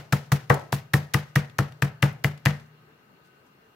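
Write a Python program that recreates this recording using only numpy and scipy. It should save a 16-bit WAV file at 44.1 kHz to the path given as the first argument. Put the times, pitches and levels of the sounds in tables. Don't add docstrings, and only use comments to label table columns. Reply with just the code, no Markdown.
import sys
import numpy as np
from scipy import signal
from scipy.fft import rfft, irfft, next_fast_len
from scipy.io import wavfile
from scipy.ndimage import uniform_filter1d

SR = 44100
rng = np.random.default_rng(int(sys.argv[2]) if len(sys.argv) > 2 else 0)


def convert_level_to_amplitude(level_db):
    exponent = np.asarray(level_db, float) / 20
    return 10 ** exponent


def pcm_store(signal):
    levels = np.round(np.clip(np.atleast_2d(signal), -1, 1) * 32767)
    wavfile.write(sys.argv[1], SR, levels.astype(np.int16).T)


N = 165375
PAD = SR // 5

# frequency in Hz, level in dB per Hz.
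FLOOR = [(15, -65), (60, -17), (118, -22), (170, -11), (385, -9.5), (414, -14), (599, -13), (1530, -15.5),
         (9000, -38), (11700, -61), (19800, -120)]
FLOOR_DB, HUMS_DB = -61, -67
# frequency in Hz, width in Hz, level in dB.
HUMS = [(142.8, 31, -1), (429, 17, -7.5), (1250, 21, -9), (1541, 38, -12.5), (2780, 110, -15.5),
        (4240, 200, -26.5)]
# frequency in Hz, level in dB.
WHINES = [(199, -73), (240, -75), (1280, -78), (1500, -74), (1600, -83), (145, -68)]
# frequency in Hz, level in dB per Hz.
HISS = [(4710, -38.5), (8000, -25), (10500, -3.5), (11300, -3), (14500, 2), (16000, -2.5)]
HISS_DB = -74.5
# frequency in Hz, likeness from -1 to 1.
PORT_LIKENESS = [(60, 1), (240, 0.93), (950, -0.13), (3770, -0.14), (15000, -0.026)]
# frequency in Hz, left minus right in dB.
PORT_LEAN = [(100, 2), (300, 2.5), (600, 2.5), (2000, 3.5), (5000, 4), (8000, -1), (14000, -1.5)]
APART = 0.4

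# start in seconds, clack in dB, clack pitch in Hz, thud in dB, board ring in dB.
BLOWS = [(0.1251, -9, 1613, -14, -24.5), (0.3186, -9.5, 1860, -13.5, -26.5), (0.5007, -5.5, 1880, -17, -12),
         (0.7269, -16.5, 1650, -19, -28.5), (0.9357, -12.5, 1830, -15.5, -22),
         (1.1434, -5.5, 1890, -17.5, -26), (1.359, -4, 1825, -16.5, -27), (1.5878, -12, 1742, -17.5, -26),
         (1.8229, -5.5, 1690, -18, -28), (2.0265, -3, 1938, -14.5, -23), (2.2446, -4, 1930, -19, -27),
         (2.4587, -3, 1940, -18, -27)]
# clack in dB, clack pitch in Hz, thud in dB, board ring in dB.
EARLIER_BLOW = (-17.5, 1803, -22, -22.5)
EARLIER_S = -0.096

# start in seconds, crush in dB, settling in dB,
# settling brightness in dB per octave, creeping in dB.
CRUSHES = [(0.1243, -18.5, -35, 2.6, -45), (0.319, -18, -33, 1.9, -46.5), (0.4973, -27, -31.5, 0.6, -43.5),
           (0.7234, -23.5, -35, 3.6, -50.5), (0.9354, -19.5, -33.5, 3.9, -46),
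           (1.1378, -16.5, -29.5, 1.7, -45), (1.3558, -19.5, -30, -0.4, -48), (1.5852, -20, -33, 0, -49),
           (1.8209, -23.5, -33, 0.2, -56), (2.0237, -22.5, -28.5, -0.1, -49),
           (2.2402, -23.5, -34.5, 2.1, -51), (2.454, -19.5, -27, -1.4, -45.5)]
EARLIER_CRUSH = (-24, -28, 4, -44.5)
# frequency in Hz, level in dB per Hz.
BAG = [(1060, -25), (1800, -1), (5540, -2), (7840, -7), (9420, -14), (10700, -6), (11700, -5), (16000, -15)]
BAG_DB, BAG_SNAPS_PER_S, BAG_SPREAD_DB = -7, 25000, 1.5
BAG_RISE_S, BAG_HOLD_S, BAG_T60_S = 0.00053, 0.0048, 0.03
# frequency in Hz, level in dB per Hz.
SETTLE = [(240, -21), (400, -8.5), (1140, -8.5), (1440, -3.5), (1630, -4.5), (1820, -3), (3470, -12.5),
          (14400, -20.5), (16000, -24)]
# frequency in Hz, 60 dB decay in seconds.
SETTLE_T60 = [(500, .3), (2000, 0.26), (5000, 0.2), (9000, 0.14), (15000, 0.17)]
SETTLE_RISE_S, SETTLE_BEND, PATCH_DB = 0.0021, 1.104, 1.5
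# frequency in Hz, level in dB per Hz.
CREEP = [(1200, -14), (3000, 3), (6000, 0.5), (9000, -9.5), (12000, -7), (16000, -15)]
CREEP_PER_S, CREEP_T60_S = 14000, 0.46

# multiple of the clack pitch, level in dB, 60 dB decay in seconds.
FACE = [(.5, -16.5, 0.013), (0.718, -16.5, 0.03), (0.931, -4, 0.016), (1.04, 10, 0.016), (1.22, 1, 0.012),
        (1.45, -2, 0.017), (1.8, -13.5, 0.012), (2.6, -24.5, 0.0069)]
# delay in ms, level against the first
# landing in dB, pitch in Hz, hardness of both landings in dB per octave.
ROCKS = [(2.46, 4, 1270, -6), (7.4, -1, 1270, 5), (2.6, -3, 1216, -32), (2.52, -1, 820, -12),
         (0.28, 7.5, 930, -6), (3.6, 7.5, 1760, -28), (2.42, -6, 1185, 11), (1.466, -11.5, 1210, -16.5),
         (1.15, 2, 1210, -16), (2.23, -13, 1120, 5), (2.27, -6, 1246, 18.5), (2.59, -14.5, 630, 13.5),
         (9.4, -6.5, 1800, -4)]
STUD_TOUCH_S, CLACK_LAG_S = 0.000068, 0.00067
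# frequency in Hz, level in dB per Hz.
SLAP = [(150, -37), (250, -6.5), (430, -12), (560, -11.5), (749, -13.5), (1040, -9.5), (1590, -10),
        (1900, -18), (2600, -35.5), (3380, -57.5), (5720, -120)]
# frequency in Hz, 60 dB decay in seconds.
SLAP_T60 = [(300, 0.23), (700, 0.41), (1400, 0.13), (2500, 0.33)]
# frequency in Hz, level in dB, 60 dB decay in seconds.
PLATE = [(406, -5.5, 0.23), (481.3, 1.5, 0.14), (578, -13, 0.29), (681, -3.5, 0.1), (763, -9, 0.23),
         (863, -11.5, 0.21), (923, -19, 0.09), (1080, -18.5, 0.13), (1310, -16.5, 0.35)]
BOARD_DB, PLATE_DB, BOARD_RISE_S = -6.5, 0.5, 0.0027

# frequency in Hz, level in dB, 60 dB decay in seconds, side of the node line.
TABLE = [(62.6, -22.5, 0.21, -1), (91.8, -21.5, 0.28, -1), (113.4, 1.5, 0.035, 1), (120.8, -33, 0.71, 1),
         (145.8, -4, 0.16, -1), (151.2, -35.5, 1, 1), (176, -9, 0.069, -1), (194.7, -15.5, 0.2, 1),
         (230.4, -28, 0.37, 1), (316, -10, 0.085, -1)]
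# thud lead in ms, ring length factor,
# beating partner in dB, knock in dB.
SEATS = [(-0.0047, 1.04, -16, -29), (0.87, 0.65, -13, -31.5), (0.37, 0.63, -8, -32), (2.2, 0.91, -10, -44),
         (0.43, 0.74, -11, -39), (-0.63, 0.94, -16, -28.5), (0.75, 0.8, -13, -29.5),
         (0.17, 0.88, -26, -32.5), (-0.97, 0.94, -16, -31.5), (0.77, 0.84, -19, -34.5),
         (0.36, 0.86, -13, -28.5), (1.2, 0.9, -20, -37.5), (0.7, 1.2, -13.5, -30.5)]
PUSH_LEAD_S, PUSH_S, RADIATES_HZ, THUD_DB = 0.0004, 0.004706, 122.8, 18
PARTNER_HZ, PARTNER_T60_S = 136.1, 0.14
KNOCK_HZ, KNOCK_SWELL_S = 309.7, 0.0062

# start in seconds, level in dB, tilt in dB per octave.
PEELS = [
    (0.5426, -28.5, -2),
    (.5955, -42.5, -6),
    (.262, -62, -3),
    (1.07, -60, 1),
    (1.498, -44.5, -11),
    (1.722, -44.5, -9),
    (1.947, -63, -1),
    (2.1274, -49, 4),
    (2.377, -46, -9),
    (2.599, -49.5, -9),
]
# middle in seconds, level in dB, length in seconds.
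RUSTLES = [
    (3.262, -69, 0.081),
    (3.469, -73, 0.057),
]

# frequency in Hz, 60 dB decay in seconds.
KITCHEN = [(150, 0.38), (400, 0.37), (1000, 0.34), (2000, 0.43), (5000, 0.21), (12000, 0.13)]
THUD_WET_DB, CLACK_WET_DB, BAG_WET_DB, WALL_GAP_S = -22.5, -20, -18, 0.005


def evened(x):
    return x / np.sqrt(np.mean(x ** 2) + 1e-20)


def read(points, hz):
    f, value = np.transpose(points)
    return np.interp(np.log(hz + 1), np.log(f + 1), value)


def add(mix, s, sound):
    part = mix[..., PAD + round(s * SR):][..., :sound.shape[-1]]
    part += sound[..., :part.shape[-1]]


def colour(x, db):
    size = x.shape[-1]
    return irfft(rfft(x) * convert_level_to_amplitude(db(np.fft.rfftfreq(size, 1 / SR))), size)


def fading(x, shape, t60, bend):
    coloured = evened(colour(x, lambda f: read(shape, f)))
    hz, t, z = signal.stft(coloured, SR, nperseg=256)
    fall = convert_level_to_amplitude(-60 * (t / read(t60, hz)[:, None]) ** bend)
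    return signal.istft(z * fall, SR, nperseg=256)[1][:, :x.shape[1]]


def ring(t, hz, db, t60):
    return convert_level_to_amplitude(db - 60 * t / t60) * np.sin(2 * np.pi * hz * t)


def snaps(size, per_s, spread_db):
    strength = convert_level_to_amplitude(spread_db * np.minimum(rng.exponential(1, size), 4))
    happens = rng.random(size) < per_s / SR
    a = rng.standard_normal((3, size)) * strength * happens
    return evened(a[0] + 3.2 * APART * a[1:])


def hush(size):
    frames, hz = size // 256 + 5, np.fft.rfftfreq(1024, 1 / SR)
    a, b, c, d, patches = rng.standard_normal((frames, 513, 5)).T
    patches = evened(uniform_filter1d(uniform_filter1d(patches, 14, 0), 10, 1))
    same = np.clip(read(PORT_LIKENESS, hz), -1, 1)[:, None]
    left = a + 1j * b
    right = same * left + np.sqrt(1 - same ** 2) * (c + 1j * d)
    z = np.array([left, right]) * convert_level_to_amplitude(1.3 * patches)

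    def shaped(gain):
        return evened(signal.istft(z * gain[:, None], nperseg=1024, noverlap=768)[1][:, :size])

    hums = sum(convert_level_to_amplitude(db) / (1 + (2 * (hz - f) / width) ** 2) for f, width, db in HUMS)
    return convert_level_to_amplitude(FLOOR_DB) * shaped(convert_level_to_amplitude(read(FLOOR, hz))) + convert_level_to_amplitude(HUMS_DB) * shaped(hums)


def wander(t):
    return evened(sum(np.sin(2 * np.pi * (f * t + rng.random())) for f in np.geomspace(0.7, 9, 8)))


def whine(size):
    t, out = np.arange(size) / SR, np.zeros((2, size))
    for hz, db in WHINES:
        drift, swell = wander(t), wander(t)
        turns = hz * t + rng.random((2, 1)) / 4
        out += convert_level_to_amplitude(db + 3.6 * swell) * np.sin(2 * np.pi * turns + 1.8 * drift)
    return out


def microphone_hiss(size):
    noise = rng.standard_normal((2, size))
    return convert_level_to_amplitude(HISS_DB) * evened(colour(noise, lambda hz: read(HISS, hz)))


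def crush(db, settle_db, tilt_db, creep_db):
    size = 16384
    t = np.arange(size) / SR - 4 * BAG_RISE_S
    rise = np.exp(np.minimum(t / BAG_RISE_S, 0))
    shape = rise * convert_level_to_amplitude(-60 * np.maximum(t - BAG_HOLD_S, 0) / BAG_T60_S)
    film = evened(colour(snaps(size, BAG_SNAPS_PER_S, BAG_SPREAD_DB), lambda hz: read(BAG, hz)))
    grains, noise = snaps(size, BAG_SNAPS_PER_S, 2.0), rng.standard_normal((2, size))
    wash = fading(8.1 * grains + noise, SETTLE, SETTLE_T60, SETTLE_BEND)
    wash = colour(wash, lambda hz: tilt_db * np.log2(hz / 2000 + 0.1))
    creep = snaps(size, CREEP_PER_S, 1.1) + 4.2 * noise[:, ::-1]
    creep = evened(colour(creep, lambda hz: read(CREEP, hz)))
    tail = convert_level_to_amplitude(settle_db) * wash + convert_level_to_amplitude(creep_db - 60 * t / CREEP_T60_S) * creep
    stir = evened(uniform_filter1d(uniform_filter1d(rng.standard_normal(size), 400), 400))
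    fade = np.clip(np.minimum(t / SETTLE_RISE_S, 20 * (t[-1000] - t)), 0, 1)
    return convert_level_to_amplitude(db + BAG_DB) * film * shape + tail * convert_level_to_amplitude(PATCH_DB * stir) * fade


def landing(t, pitch_hz, hardness_db):
    hit = []
    for multiple, db, t60 in FACE:
        hz = pitch_hz * multiple * rng.normal(1, 0.007)
        hard_db = hardness_db * max(np.log2(multiple), 0)
        hit.append(ring(t, hz, db + hard_db + rng.normal(0, 0.73), t60))
    ports = -(1 + rng.uniform(-0.9, 0.9, (2, len(FACE)))) @ np.array(hit)
    return ports / abs(ports.mean(0)).max()


def loose_board(t):
    grains, noise = snaps(len(t), 6000, 2.6), rng.standard_normal((2, len(t)))
    rise = 1 - np.exp(-t / BOARD_RISE_S)
    slap = fading(grains + 0.53 * noise, SLAP, SLAP_T60, 0.59) * rise
    plate = convert_level_to_amplitude(PLATE_DB) * sum(ring(t, *mode) for mode in PLATE) * rise
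    return slap / np.std(slap[:, :1500]) + plate


def clack(db, hz, board_db, rock):
    t, out = np.arange(16384) / SR, np.zeros((2, 16384))
    rock_ms, rock_db, rock_hz, hardness_db = rock
    for ms, rel_db, pitch_hz in [(0, 0, hz), (rock_ms, rock_db, rock_hz)]:
        at = round((CLACK_LAG_S + ms / 1000) * SR)
        out[:, at:at + 2000] += convert_level_to_amplitude(rel_db) * landing(t[:2000], pitch_hz, hardness_db)
    touch = np.hanning(round(2 * STUD_TOUCH_S * SR) + 3)
    out = convert_level_to_amplitude(db) * signal.oaconvolve(out, touch[None] / touch.sum(), axes=1)[:, :len(t)]
    high = signal.butter(2, 2 * RADIATES_HZ, "high", fs=SR, output="sos")
    return signal.sosfilt(high, out + convert_level_to_amplitude(board_db + BOARD_DB) * loose_board(t))


def thud(db, length, partner_db, knock_db):
    t = np.arange(SR // 2) / SR
    push = np.sin(np.pi * np.arange(0, PUSH_S, 1 / SR) / PUSH_S)
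    modes = ring(t, PARTNER_HZ, partner_db, PARTNER_T60_S * length)
    for hz, mode_db, t60, side in TABLE:
        struck_hz = hz * rng.normal(1, 0.0078)
        modes = modes + np.sign(side) * ring(t, struck_hz, mode_db + rng.normal(0, 1.0), t60 * length)
    high = signal.butter(2, RADIATES_HZ, "high", fs=SR, output="sos")
    pushed = signal.oaconvolve(modes, push / push.sum())
    table = convert_level_to_amplitude(db + THUD_DB) * signal.sosfilt(high, pushed)[:len(t)]
    u = t / KNOCK_SWELL_S
    knock = convert_level_to_amplitude(knock_db) * 2 * u ** 2 * np.exp(-u) * np.sin(2 * np.pi * KNOCK_HZ * t)
    return table + knock


def peel(db, tilt_db):
    def tone(hz):
        thin_bass = 12 * np.maximum(np.log2(2500 / (hz + 50)), 0)
        return tilt_db * np.log2(hz / 6000 + 0.05) - thin_bass

    t = np.arange(1024) / SR
    film = evened(colour(snaps(1024, 20000, 1.5), tone))
    return convert_level_to_amplitude(db - 1.5 - 60 * t / 0.03) * np.minimum(t / 0.00084, 1) * film


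def rustle(db, length):
    count = round(length * SR)
    rub = colour(snaps(count, 9800, 1.8), lambda hz: -4.5 * abs(np.log2(hz / 3500 + 0.049)))
    return convert_level_to_amplitude(db) * np.hanning(count) * evened(rub)


def wall_taps():
    taps = np.zeros((2, SR // 2))
    at = np.arange(0, SR // 2 - 20, 12)
    places = at + rng.integers(0, 12, (2, len(at)))
    np.put_along_axis(taps, places, rng.choice([-1., 1.], (2, len(at))), 1)
    hz, t, z = signal.stft(taps, SR, nperseg=256)
    same = np.clip(read(PORT_LIKENESS, hz), 0, 1)[:, None]
    z[1] = same * z[0] + np.sqrt(1 - same ** 2) * z[1]
    tail = signal.istft(z * convert_level_to_amplitude(-60 * t / read(KITCHEN, hz)[:, None]), SR, nperseg=256)[1]
    return np.pad(tail / np.linalg.norm(tail[0]), ((0, 0), (round(WALL_GAP_S * SR), 0)))


def kitchen(x):
    out, turn = np.zeros(x.shape), np.arange(x.shape[1]) / SR * 1.6
    for k in range(3):
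        window = np.sqrt(2 / 3) * np.cos(np.pi * (turn + k / 3))
        fed = (x.mean(0) * window)[None]
        out += signal.oaconvolve(fed, wall_taps(), axes=1)[:, :x.shape[1]]
    return out


def scene():
    size = next_fast_len(N + PAD)
    thuds, clacks, film = np.zeros((3, 2, size))
    for s, *how in [(EARLIER_S, *EARLIER_CRUSH), *CRUSHES]:
        add(film, s - 4 * BAG_RISE_S, crush(*how))
    blows = [(EARLIER_S, *EARLIER_BLOW), *BLOWS]
    for (s, db, hz, thud_db, board_db), rock, (early_ms, *seat) in zip(blows, ROCKS, SEATS):
        add(clacks, s, clack(db, hz, board_db, rock))
        add(thuds, s - PUSH_LEAD_S - early_ms / 1000, thud(thud_db, *seat))
    for s, db, tilt_db in PEELS:
        add(film, s - 0.001, peel(db, tilt_db))
    for s, db, length in RUSTLES:
        add(film, s - length / 2, rustle(db, length))
    wet = kitchen(convert_level_to_amplitude(THUD_WET_DB) * thuds + convert_level_to_amplitude(CLACK_WET_DB) * clacks + convert_level_to_amplitude(BAG_WET_DB) * film)
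    mix = thuds + clacks + film + wet + hush(size) + microphone_hiss(size) + whine(size)
    leaning = colour(mix, lambda hz: read(PORT_LEAN, hz) * np.array([[0.5], [-0.5]]))
    return leaning[:, PAD:PAD + N]


def band_limit(x):
    return signal.sosfilt(signal.butter(12, 16820, fs=SR, output="sos"), x)


def record(dry):
    edge = signal.firwin(511, 15900, window=("kaiser", 5), fs=SR)[None]
    mix = signal.oaconvolve(dry, edge, "same")
    return band_limit(mix)


dry = scene()
out = record(dry)
pcm_store(out)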